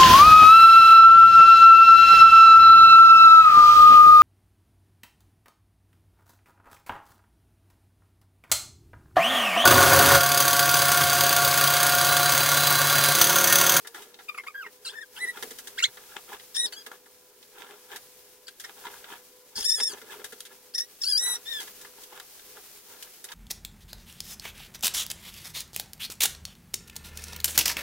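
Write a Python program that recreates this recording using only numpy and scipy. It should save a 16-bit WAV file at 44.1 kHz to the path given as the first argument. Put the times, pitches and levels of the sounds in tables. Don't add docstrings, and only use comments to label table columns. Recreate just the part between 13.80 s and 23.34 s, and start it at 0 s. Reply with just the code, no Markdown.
import sys
import numpy as np
from scipy import signal
from scipy.fft import rfft, irfft, next_fast_len
from scipy.io import wavfile
from scipy.ndimage import uniform_filter1d

SR = 44100
rng = np.random.default_rng(int(sys.argv[2]) if len(sys.argv) > 2 else 0)


def wrap_up_sound(samples):
    columns = np.atleast_2d(samples).T
    tamed = np.clip(columns, -1, 1)
    steps = np.round(tamed * 32767).astype(np.int16)
    wavfile.write(sys.argv[1], SR, steps)


N = 420713
TIME = np.arange(N) / SR
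EDGE_HZ = 15950

# t/s of greatest pressure, length/s, rasp level/dB, low rub level/dB
STROKES = [(0.2, 0.056, -47.5, -57), (0.305, 0.14, -62, -60), (.58, .04, -66, -64), (0.87, .035, -56, -59),
           (1.127, 0.05, -50, -58), (1.384, 0.031, -49.5, -63), (1.457, 0.096, -52.5, -53),
           (1.574, 0.026, -40.5, -48.5), (1.667, .04, -65, -51.5), (1.906, 0.15, -61, -58),
           (2.084, 0.013, -51, -59), (2.22, 0.084, -58, -63), (2.349, 0.05, -47, -55),
           (2.499, 0.019, -44.5, -52), (2.531, 0.031, -39, -51), (2.77, 0.037, -55, -61),
           (2.858, 0.033, -50.5, -50), (2.975, 0.08, -58, -59), (3.134, 0.039, -53.5, -61),
           (3.802, 0.046, -43.5, -52), (3.888, 0.098, -50, -55), (4.129, 0.039, -42.5, -56),
           (4.893, 0.025, -50.5, -55.5), (4.993, 0.028, -47, -57), (5.057, 0.031, -41.5, -57),
           (5.128, 0.088, -47, -53.5), (5.317, 0.06, -42.5, -53.5), (5.79, 0.037, -45, -50),
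           (6.128, 0.038, -45.5, -48.5), (6.178, .025, -51, -60), (6.256, 0.045, -55.5, -53.5),
           (6.326, 0.04, -40, -49), (6.407, 0.049, -50, -50.5), (6.723, 0.033, -53, -57.5),
           (7.47, 0.073, -44.5, -56), (7.521, 0.065, -46, -60), (7.814, .04, -49, -52.5),
           (8.04, .06, -56, -62), (8.19, 0.032, -56, -66), (8.329, .025, -47.5, -55),
           (8.366, 0.028, -46, -71), (8.774, 0.022, -48, -52.5), (9.132, 0.078, -55.5, -60),
           (9.267, 0.037, -57, -73), (9.529, .04, -45.5, -71)]
# rasp level/dB, rub level/dB
GLIDE_LEVELS = (-69.5, -64)
SWELL, EASE = 0.5, 0.5
# f/Hz, density/dB per Hz
RASP_COLOUR = [(400, -45), (800, -1), (1250, -5.5), (1900, -4), (2500, 3.5), (3500, 1.5), (4300, -10.5),
               (8000, -8.5), (16000, -40)]
# f/Hz, density/dB per Hz
RUB_COLOUR = [(25, -17), (70, -20.5), (160, -10.5), (240, -4.5), (320, -4.5), (440, 0), (620, -3.5),
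              (820, -15), (1100, -27.5), (2000, -26)]
# f/Hz, width/Hz, level/dB
PAN_MODES = [(417, 34, 8), (742, 29, 4.5), (805, 110, 5.5), (956, 16, 4.5), (1243, 77, 6), (1390, 76, 10.5),
             (1589, 23, 7), (1684, 59, 11.5), (2078, 55, 6), (3130, 94, -9), (3270, 45, 1), (3716, 130, 3),
             (6260, 120, -11)]
# t/s, slip rate f/Hz, roughness (held to 0-1), level/dB
SQUEAK_CURVES = [
    [(0.483, 1295, 0.4, -48.2), (0.488, 1213, 0.17, -26.5), (0.498, 1214, 0.12, -28.5),
     (0.508, 1170, 0.05, -50), (0.53, 1140, 0.3, -56)],
    [(0.546, 1306, 0.6, -37.5), (0.552, 1192, 0.2, -44), (0.571, 1118, 0.34, -56), (0.578, 1226, 0.3, -31),
     (0.587, 1042, 0.36, -30.5), (0.605, 1083, 0.4, -42.5), (0.613, 1020, 0.3, -55)],
    [(0.666, 1034, 0.6, -36), (0.672, 1110, 0.4, -34), (0.682, 1233, 0, -32.5), (0.69, 1260, 0.2, -47),
     (0.712, 1090, 0, -53)],
    [(0.743, 1760, 0.4, -43), (0.748, 1577, 0.2, -38), (0.77, 1658, 0.08, -38.5), (0.8, 1604, 0.06, -38),
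     (0.826, 1418, 0.1, -38.5), (0.842, 1120, 0.1, -45.5), (0.858, 998, 0.5, -41), (0.87, 883, 0.65, -35.5),
     (0.885, 970, 1, -54)],
    [(1.049, 1617, 0.8, -41), (1.056, 1514, 0.6, -32.5), (1.073, 1270, 0.4, -31), (1.088, 1530, 0.5, -38),
     (1.104, 1803, 0.25, -41.5), (1.132, 1340, 0.5, -58)],
    [(1.135, 1456, 0.1, -46.6), (1.152, 1823, 0, -45), (1.192, 1745, 0, -38), (1.203, 1820, 0.05, -52),
     (1.216, 1880, 0.08, -38), (1.234, 1650, 0.2, -40.6), (1.248, 1520, 0.2, -59)],
    [(1.362, 1422, 0.87, -45.5), (1.38, 1605, 0.77, -37.5), (1.398, 1840, 0.07, -43),
     (1.415, 2010, 0.03, -28), (1.445, 1992, 0.02, -29), (1.463, 1850, 0.33, -42.5),
     (1.487, 1950, 0, -31.5), (1.51, 1939, 0.03, -36.5), (1.524, 1860, 0.1, -61)],
    [(1.975, 1420, 0.2, -43), (1.984, 1704, 0.06, -29.5), (1.996, 2450, 0.65, -29),
     (2.006, 2160, 0.8, -31.5), (2.016, 1900, 0.2, -39)],
    [(2.023, 1390, 0.2, -46), (2.026, 1385, 0.05, -24), (2.035, 1413, 0.27, -20.9),
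     (2.0405, 1687, 0.1, -11), (2.046, 1990, 0.1, -24), (2.055, 2206, 0.5, -29), (2.061, 2060, 0.4, -31)],
    [(2.744, 1810, 0.84, -36.5), (2.756, 1694, 1.2, -27), (2.767, 1794, 0.15, -23.5), (2.785, 1890, 0, -31),
     (2.798, 1854, 0.05, -23), (2.813, 1917, 0.04, -27.5), (2.854, 1887, 0, -25.5),
     (2.871, 1626, 0.74, -34.5), (2.89, 1404, 0.7, -44.6)],
    [(2.925, 1450, 0.5, -39), (2.935, 1518, 0.05, -37), (2.951, 1424, 0.27, -52), (2.965, 1630, 0.1, -41.6),
     (2.982, 1665, 0.1, -42), (3.005, 1624, 0.25, -48), (3.025, 1620, 0.5, -52.2)],
    [(4.67, 1560, 0.5, -37), (4.674, 1500, 0.4, -46), (4.681, 1550, 0.6, -57)],
    [(4.683, 1500, .6, -43), (4.689, 1600, 0.6, -42), (4.699, 1650, 0.8, -55)],
    [(4.837, 1686, 1.1, -50), (4.845, 1823, 0.77, -33.5), (4.856, 1950, 1, -47)],
    [(5.754, 1740, 0.94, -37.5), (5.778, 1683, 1.06, -30.5), (5.824, 1733, 0.9, -30),
     (5.838, 1515, 0.8, -32.5), (5.852, 1764, 0.2, -24), (5.866, 1813, 0.13, -23.5),
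     (5.883, 1841, 0.07, -20.5), (5.912, 1765, 0.04, -24.5), (5.931, 1827, 0, -24),
     (5.947, 1858, 0.02, -23), (5.962, 1718, 0.05, -31), (5.999, 1660, 0.4, -34.5), (6.014, 1830, 0, -23.3),
     (6.027, 1852, 0, -27), (6.037, 1740, 0.03, -25), (6.055, 1870, 0, -28), (6.082, 1750, 0.03, -28.5),
     (6.097, 1676, 0.5, -35), (6.116, 1533, 0.5, -39), (6.14, 1435, 0.84, -45)],
    [(6.939, 1610, 1.1, -40), (6.95, 1780, 0.45, -25), (6.962, 1927, 0, -35), (6.973, 1880, 0.1, -41),
     (6.981, 1743, 0.66, -25.5), (7.007, 1832, 0.4, -26.7), (7.03, 1898, 0.17, -42.5),
     (7.048, 1894, 0.44, -44.8)],
    [(7.211, 1800, 0.5, -53), (7.218, 1813, 0.15, -28), (7.234, 1816, 1, -31), (7.243, 1310, 0.32, -29.5),
     (7.262, 1530, 0.47, -30), (7.28, 1580, 0.24, -22.5), (7.302, 1722, 0.23, -25.5),
     (7.324, 1590, 0.15, -20.5), (7.345, 1584, 0, -23.5), (7.366, 1580, 0.1, -23.5),
     (7.384, 1806, 0.23, -24), (7.404, 1902, 0.05, -28.5), (7.435, 1928, 0.06, -26), (7.468, 1982, 0, -24),
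     (7.5, 1946, 0, -26.5), (7.53, 1936, 0, -29), (7.558, 1894, 0.37, -30.5), (7.575, 1840, 0.3, -48)],
    [(7.655, 1730, 0.53, -44), (7.672, 1806, 0.13, -33.5), (7.698, 1870, 0, -39.5),
     (7.73, 1795, 0.18, -29.5), (7.765, 1738, 0.06, -33.5), (7.795, 1668, 0.15, -36.6),
     (7.82, 1630, 0.3, -48)],
]
# brightness/dB per octave, ring f/Hz, ring level/dB, shrill f/Hz, shrill level/dB, left minus right level/dB
GRIPS = [(-8, 2600, 17.5, 12300, 30, 1), (0.5, 1870, 28.5, 11200, 19, -0.5),
         (-4.5, 2060, 17.5, 11200, 22, 0.5), (-4, 1920, 22, 14800, 44, -2), (1.5, 4040, 14, 8800, 11.5, 1),
         (-5, 1700, 10.5, 10000, 15, 2), (0, 2460, 23.5, 9900, 12.5, -1), (-4.5, 3200, 7, 7500, 2, -2),
         (-4, 3400, 18.5, 6850, 15.5, -1.5), (2.5, 4530, 23, 9400, 13, 1.7), (5, 4650, 4, 8900, -14, 0),
         (2, 4650, 8, 8900, 6, -1), (1.5, 1600, 1, 8000, 6, -2), (1.5, 1800, 11.5, 6400, 9, -1),
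         (6.5, 5650, 10.5, 9740, 7, 1), (1, 5170, 14, 10700, 18, 1), (6, 4860, 18, 10280, 10.5, 1),
         (-3.5, 3920, 11, 13000, 11, .5)]
# f/Hz, level/dB
SQUEAK_COLOUR = [(1000, 2.2), (2000, -0.5), (2700, -0.5), (3700, 2.5), (4200, -3.5), (4750, 1.5),
                 (5100, -4), (5500, 4.5), (6100, -15), (7200, -0.5), (8200, -10.5), (9600, -8.5),
                 (11000, -16), (13000, -21.5), (16000, -35)]
PRESS_TILT = 0.14
CATCH_DB = 6
# f/Hz, density/dB per Hz
HISS_COLOUR = [(2000, -19), (4500, -3), (7000, -3), (10500, -8), (12500, 0.5), (14500, -4), (16000, 5)]
# t/s, length/s, blow level/dB, hardness/dB per octave, wet splash level/dB
KNOCKS = [(0.047, .025, -54, -3.5, -57), (.07, 0.011, -48, 3.5, -37.5), (0.144, 0.034, -48, -2, -45.5),
          (0.22, 0.019, -60.5, 9, -46.5), (0.342, 0.0058, -58, 13.5, -69), (0.388, 0.022, -51, -0.5, -74),
          (0.635, 0.017, -55, -2, -57), (1.625, 0.0095, -35.5, 0, -30), (1.706, 0.012, -46, 3, -38),
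          (1.785, 0.018, -50, 2.5, -37.5), (1.871, 0.013, -46.5, 4, -36.5), (2.171, .01, -48, 0, -53),
          (2.596, 0.013, -53, 5.5, -62), (2.923, .014, -47, 3.5, -46), (3.062, 0.015, -46, 0, -41.5),
          (3.115, .004, -46, -5, -45), (3.257, 0.014, -60.5, -3, -56), (3.627, 0.0067, -64.5, 16, -57),
          (4.159, .013, -46, 3, -38), (4.68, 0.0076, -53, 11.5, -43), (4.797, 0.018, -51.5, 6, -39),
          (4.837, 0.03, -51.5, 3, -48), (5.067, 0.0046, -38.5, -0.5, -62), (5.241, .007, -44.5, 0.5, -56),
          (5.979, 0.017, -50, -3.5, -56), (6, 0.0069, -33, 2, -49), (6.215, 0.011, -50.5, 0.5, -52),
          (6.442, 0.017, -45, 2.5, -35), (6.521, .018, -49.5, 2, -45), (6.604, 0.0039, -48, 8.5, -31.5),
          (6.651, 0.02, -55, 9, -44.5), (7.801, 0.032, -48, 4.5, -37), (7.872, 0.014, -48.5, 0, -57),
          (8.012, .013, -59, 7, -44), (8.048, 0.0059, -46.5, -0.5, -57), (8.234, 0.011, -61.5, 14, -42.5),
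          (8.398, 0.0053, -42, 2, -39), (8.593, .0055, -52, 6, -60), (9.225, 0.007, -55, 17, -36),
          (9.441, 0.014, -49.5, 2, -35), (9.487, .009, -53, 9, -59), (9.517, 0.0075, -42.5, 3.5, -42)]
# low f/Hz, high f/Hz
KNOCK_BANDS = [(330, 1380), (1150, 3630), (3000, 5800), (5300, 12500)]
# f/Hz, width/Hz, level/dB
SPOON_MODES = [(1490, 97, 0), (1950, 200, 9), (2880, 1300, 4.5), (3890, 360, -1), (4750, 94, 0),
               (6230, 430, -4), (11600, 1300, -5.5)]
# t/s, level/dB
ROCKS = [(1.636, -36), (1.711, -38.5), (2.192, -61), (3.068, -45), (5.857, -46), (6.007, -37), (6.221, -46),
         (6.527, -40.5)]
# f/Hz, level/dB, t60/s
GRATE_MODES = [(467, 6, 0.047), (448, -8.5, 0.17), (362, -10, 0.13), (249.5, -6.5, 0.095)]
# t/s, level/dB, pitch f/Hz
THUDS = [(2.082, -48, 126), (2.545, -55, 55), (5.765, -43, 85.1), (5.775, -43, 208), (5.808, -43, 53),
         (6.443, -53, 70)]
# t/s, level/dB
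SIZZLE_CURVE = [(0, -52), (.4, -55), (1.2, -56), (1.6, -45.5), (2.1, -50.5), (2.65, -46.5), (2.95, -53),
                (3.6, -55), (4.1, -50), (4.7, -53.5), (5.1, -48), (5.7, -53.5), (6.2, -48), (6.8, -53),
                (7.5, -54), (7.7, -42.5), (8.2, -48.5), (9.53, -49)]
# f/Hz, density/dB per Hz
SIZZLE_COLOUR = [(500, -4), (1500, -3.5), (3000, -2), (5500, 1), (8000, -1), (10500, 0), (13000, 0.5),
                 (16000, 0)]
# t/s, f/Hz
HUM_PITCH = [(0, 461), (.3, 482), (.6, 497), (.85, 500)]
# multiple of the pitch, level/dB
HUM_LINES = [(1, 1), (2, -10.5)]
# t/s, half length/s, depth/dB
HUM_DIPS = [(4.794, .04, -18), (7.196, 0.08, -30), (8.56, 0.054, -43), (8.938, 0.089, -32),
            (9.392, 0.056, -28)]
# f/Hz, likeness (0-1)
STEREO_LIKENESS = [(60, 0.6), (130, 0.32), (300, 0.86), (650, 0.75), (1400, 0.38), (2400, 0.52),
                   (4400, 0.04), (8000, 0), (15000, 0.12)]
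# f/Hz, t60/s
ROOM_DECAY = [(200, 0.15), (1500, 0.083), (5000, 0.096), (14000, 0.073)]


def amp(db):
    return 10 ** (np.asarray(db) / 20)


def unit(x):
    return x / np.sqrt(np.mean(x ** 2) + 1e-20)


def read(points, hz):
    f, value = np.transpose(points)
    return np.interp(np.log(hz + 1), np.log(f + 1), value)


def follow(rows, t):
    s, *columns = np.transpose(rows)
    return [np.interp(t, s, column) for column in columns]


def add(mix, s, sound):
    part = mix[..., max(round(s * SR), 0):][..., :sound.shape[-1]]
    part += sound[..., :part.shape[-1]]


def wander(size, hz):
    n = next_fast_len(size + 2000)
    slow = np.exp(-(np.fft.rfftfreq(n, 1 / SR) / hz) ** 2)
    drift = irfft(rfft(rng.standard_normal(n)) * slow, n)
    return unit(drift[:size])


def grains(size, colour, per_s, spread_db, wash):
    n = next_fast_len(size)
    hz = np.fft.rfftfreq(n, 1 / SR)
    tick_gain = amp(spread_db * np.minimum(rng.exponential(1, n), 4))
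    ticks = (rng.random(n) < per_s / SR) * tick_gain
    left, other = rfft(rng.standard_normal((2, n)) * (unit(ticks) + wash))
    same = np.clip(read(STEREO_LIKENESS, hz), -1, 1)
    right = same * left + np.sqrt(1 - same ** 2) * other
    return unit(irfft(np.array([left, right]) * colour(hz), n)[:, :size])


def resonance_gain(modes, hz):
    peaks = sum(amp(db) ** 2 / (1 + (2 * (hz - f) / width) ** 2) for f, width, db in modes)
    return np.sqrt(.5 + peaks)


def pressure():
    t = TIME[::SR // 1000]
    power = amp(GLIDE_LEVELS)[:, None] ** 2 * np.ones(len(t))
    for s, length, *part_db in STROKES:
        u = (t - s) / length
        shape = 2 * np.exp(-np.logaddexp(-u / SWELL, u / EASE))
        power = power + (amp(part_db)[:, None] * shape) ** 2
    return [np.interp(TIME, t, np.sqrt(p)) for p in power]


def stirring(rasp, rub, rasp_db=-3.5, rub_db=-1, judder_db=3.0):
    pressing = np.clip((20 * np.log10(rasp) + 63) / 12, .15, 1)
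    judder = judder_db * pressing * wander(N, 62)

    def rasp_colour(hz):
        return amp(read(RASP_COLOUR, hz)) * resonance_gain(PAN_MODES, hz)

    def rub_colour(hz):
        return amp(read(RUB_COLOUR, hz)) * resonance_gain(PAN_MODES, hz)

    high = grains(N, rasp_colour, per_s=1000, spread_db=3.7, wash=0.66)
    low = grains(N, rub_colour, per_s=900, spread_db=1.9, wash=1.0)
    return high * rasp * amp(rasp_db + judder) + low * rub * amp(rub_db + judder)


def overtone(hz, rough, tilt_db, ring_hz, ring_db, shrill_hz, shrill_db,
             ring_width_hz=800, shrill_width_hz=1300):
    ring = (ring_db + CATCH_DB * rough) * np.exp(-((hz - ring_hz) / ring_width_hz) ** 2)
    shrill = shrill_db * np.exp(-((hz - shrill_hz) / shrill_width_hz) ** 2)
    tilt = tilt_db * np.log2(hz / 4000)
    return amp(read(SQUEAK_COLOUR, hz) + tilt + ring + shrill) * (hz < EDGE_HZ)


def squeak(rows, grip, jitter=0.0553, jitter_hz=420, shimmer_db=3.0, flutter_db=2.5,
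           raggedness=0.62, edge_s=0.0018, lag_rad=1.65, sway_rad=0.36):
    t = np.arange(rows[0][0] - edge_s, rows[-1][0] + edge_s, 1 / SR)
    hz, rough, level_db = follow(rows, t)
    rough = np.clip(rough, 0, 1)
    slip_hz = hz * (1 + jitter * rough * wander(len(t), jitter_hz))
    phase = 2 * np.pi * np.cumsum(slip_hz) / SR

    partial_hz = np.arange(1, 14)[:, None] * hz
    pressed_db = PRESS_TILT * (level_db - level_db.mean()) * np.log2(partial_hz / hz)
    partials = overtone(partial_hz, rough, *grip) * amp(pressed_db)
    gains = amp(level_db) * partials / np.linalg.norm(partials, axis=0)

    out = np.zeros((2, len(t)))
    ragged = raggedness * rough
    for k, gain in enumerate(gains, 1):
        skirt = wander(len(t), 680) + 1j * wander(len(t), 800)
        line = (1 + ragged * skirt) / np.sqrt(1 + 2 * ragged ** 2) * np.exp(1j * k * phase)
        angle = np.tanh(k * hz / 3000) * (lag_rad + sway_rad * wander(len(t), 20))
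        flutter = amp(flutter_db * wander(len(t), 110))
        out += np.sqrt(2) * gain * flutter * np.real([line * np.exp(-1j * angle), line])
    fade = np.clip(np.minimum(t - t[0], t[-1] - t) / edge_s, 0, 1)
    shimmer = amp(shimmer_db * rough * (wander(len(t), 220) - 0.97))
    return t[0], out * fade * shimmer


def hiss(rows, level_db=-13, steady=0.018):
    t = np.arange(rows[0][0], rows[-1][0], 1 / SR)
    _, rough, squeak_db = follow(rows, t)
    share = np.sqrt(np.clip(rough, steady, 1))
    scrape = grains(len(t), lambda hz: amp(read(HISS_COLOUR, hz)), per_s=3000, spread_db=2.5, wash=.6)
    return t[0], scrape * share * amp(squeak_db + level_db)


def squeaks(hiss_per_tilt_db=0.18):
    out = np.zeros((2, N))
    for rows, (*grip, lean_db) in zip(SQUEAK_CURVES, GRIPS):
        s, tone = squeak(rows, grip)
        add(out, s, tone * amp([[lean_db / 2], [-lean_db / 2]]))
        s, scrape = hiss(rows)
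        add(out, s, scrape * amp(hiss_per_tilt_db * grip[0]))
    return out


def knock_colour(hz, part_db, ringing=0.44):
    body = resonance_gain(SPOON_MODES, hz) * resonance_gain(PAN_MODES, hz) ** ringing
    power = 0
    for db, (low, high) in zip(part_db, KNOCK_BANDS):
        band = body / np.sqrt((1 + (low / (hz + 1)) ** 8) * (1 + (hz / high) ** 8))
        power = power + (amp(db) * unit(band)) ** 2
    return np.sqrt(power)


def knocks(level_db=-1.5, rise_s=0.00094, tail_db=-15, tail_s=0.02):
    out, t = np.zeros((2, N)), np.arange(SR // 6) / SR
    octaves = np.log2(KNOCK_BANDS[:-1]).mean(1)
    for s, length, blow_db, hardness_db, splash_db in KNOCKS:
        part_db = [*(blow_db + hardness_db * (octaves - octaves[1])), splash_db]
        clump = np.exp(-(t / (1.08 * length)) ** 2)
        tail = amp(tail_db) * np.exp(-t / tail_s)
        shape = np.minimum(t / rise_s, 1) * np.hypot(clump, tail)
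        slips = grains(len(t), lambda hz: knock_colour(hz, part_db), per_s=4000, spread_db=0.43, wash=0.31)
        add(out, s, np.linalg.norm(amp(part_db)) * shape * slips)
    return amp(level_db) * out


def squelch(rasp, level_db=-9.0, low_hz=780, high_hz=1700, per_s=260, cycles=3, spread_db=2, count=24):
    t, out = np.arange(SR // 25) / SR, np.zeros(N)
    for hz in np.geomspace(low_hz, high_hz, count):
        pop = (1 - np.exp(-t * hz)) * np.exp(-t * hz / cycles) * np.sin(2 * np.pi * hz * t)
        starts = rng.random(N) < per_s / count / SR
        sizes = starts * amp(spread_db * np.minimum(rng.exponential(1, N), 3))
        out += signal.oaconvolve(sizes, pop)[:N]
    return unit(out) * rasp * amp(level_db)


def pan_ring(x, ring_db=-7):
    t, ring = np.arange(SR // 10) / SR, 0
    for hz, width, db in PAN_MODES:
        decay = 2 * np.pi * width / SR * np.exp(-np.pi * width * t)
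        ring = ring + amp(db) * decay * np.cos(2 * np.pi * hz * t)
    return x + amp(ring_db) * signal.oaconvolve(x, ring[None], axes=1)[:, :N]


def rocking(rise_s=0.0047):
    out, t = np.zeros(N), np.arange(SR // 5) / SR
    ring = sum(amp(db - 60 * t / t60) * np.sin(2 * np.pi * hz * t) for hz, db, t60 in GRATE_MODES)
    for s, db in ROCKS:
        add(out, s, amp(db) * (1 - np.exp(-t / rise_s)) * ring)
    return out


def thuds(rise_s=0.0022, fall_s=0.0071):
    out, t = np.zeros(N), np.arange(SR // 5) / SR
    shape = (1 - np.exp(-t / rise_s)) * np.exp(-t / fall_s)
    for s, db, hz in THUDS:
        add(out, s, amp(db) * shape * np.sin(2 * np.pi * hz * t))
    return out


def sizzle(rasp, level_db=-1.04, stirred_db=-7, drift_db=1.72, lean_db=.5):
    curve_db, = follow(SIZZLE_CURVE, TIME)
    bubbles = grains(N, lambda hz: amp(read(SIZZLE_COLOUR, hz)), per_s=4000, spread_db=2.6, wash=2.6)
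    simmer = amp(curve_db + level_db + drift_db * wander(N, 11) + .5 * wander(N, 44.0))
    return bubbles * np.hypot(simmer, rasp * amp(stirred_db)) * amp([[lean_db], [-lean_db]])


def hum(level_db=-66.0, waver_hz=1.177):
    dips_db = sum(depth_db * np.exp(-((TIME - s) / half) ** 2) for s, half, depth_db in HUM_DIPS)
    hz, = follow(HUM_PITCH, TIME)
    turns = np.cumsum(hz + waver_hz * wander(N, 12.1)) / SR
    tone = sum(amp(db) * np.sin(2 * np.pi * k * turns) for k, db in HUM_LINES)
    return np.sqrt(2) * tone * amp(level_db + dips_db + 2.2 * wander(N, 24))


def kitchen(x, near_db, far_db, near_s=0.0038, even_hz=90):
    t, bins_hz = np.arange(SR // 3) / SR, np.fft.rfftfreq(SR // 3, 1 / SR)
    echoes = rng.standard_normal((2, 2, len(t))) * (rng.random((2, 2, len(t))) < 6000 / SR)
    near, far = echoes
    near = near * (t > .0004) * np.exp(-t / near_s)
    hz, frame_s, z = signal.stft(far * (t > .006), SR, nperseg=256)
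    decay = amp(-60 * frame_s / read(ROOM_DECAY, hz)[:, None])
    far = signal.istft(z * decay, SR, nperseg=256)[1][:, :len(t)]
    left, other = rfft((amp(near_db) * unit(near) + amp(far_db) * unit(far)) / np.sqrt(len(t)))
    same = 1 / (1 + (bins_hz / 3200) ** 2)
    right = same * left + np.sqrt(1 - same ** 2) * other
    paths = 1 + np.array([left, right])
    broad = uniform_filter1d((abs(paths) ** 2).mean(0), int(even_hz / bins_hz[1]))
    response = irfft(paths / np.sqrt(broad), len(t))[:, :len(t) // 2]
    return signal.oaconvolve(x, response, axes=1)[:, :N]


def scene():
    rasp, rub = pressure()
    struck = pan_ring(knocks() + squelch(rasp))
    spoon = kitchen(struck + stirring(rasp, rub), near_db=-1.5, far_db=-13.0)
    squeaking = kitchen(squeaks(), near_db=1.5, far_db=-14)
    return squeaking + spoon + rocking() + thuds() + sizzle(rasp) + hum()


def record(dry):
    low_pass = signal.firwin(511, EDGE_HZ, window=("kaiser", 9), fs=SR)
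    return signal.oaconvolve(dry, low_pass[None], "same")


dry = scene()
out = record(dry)
wrap_up_sound(out)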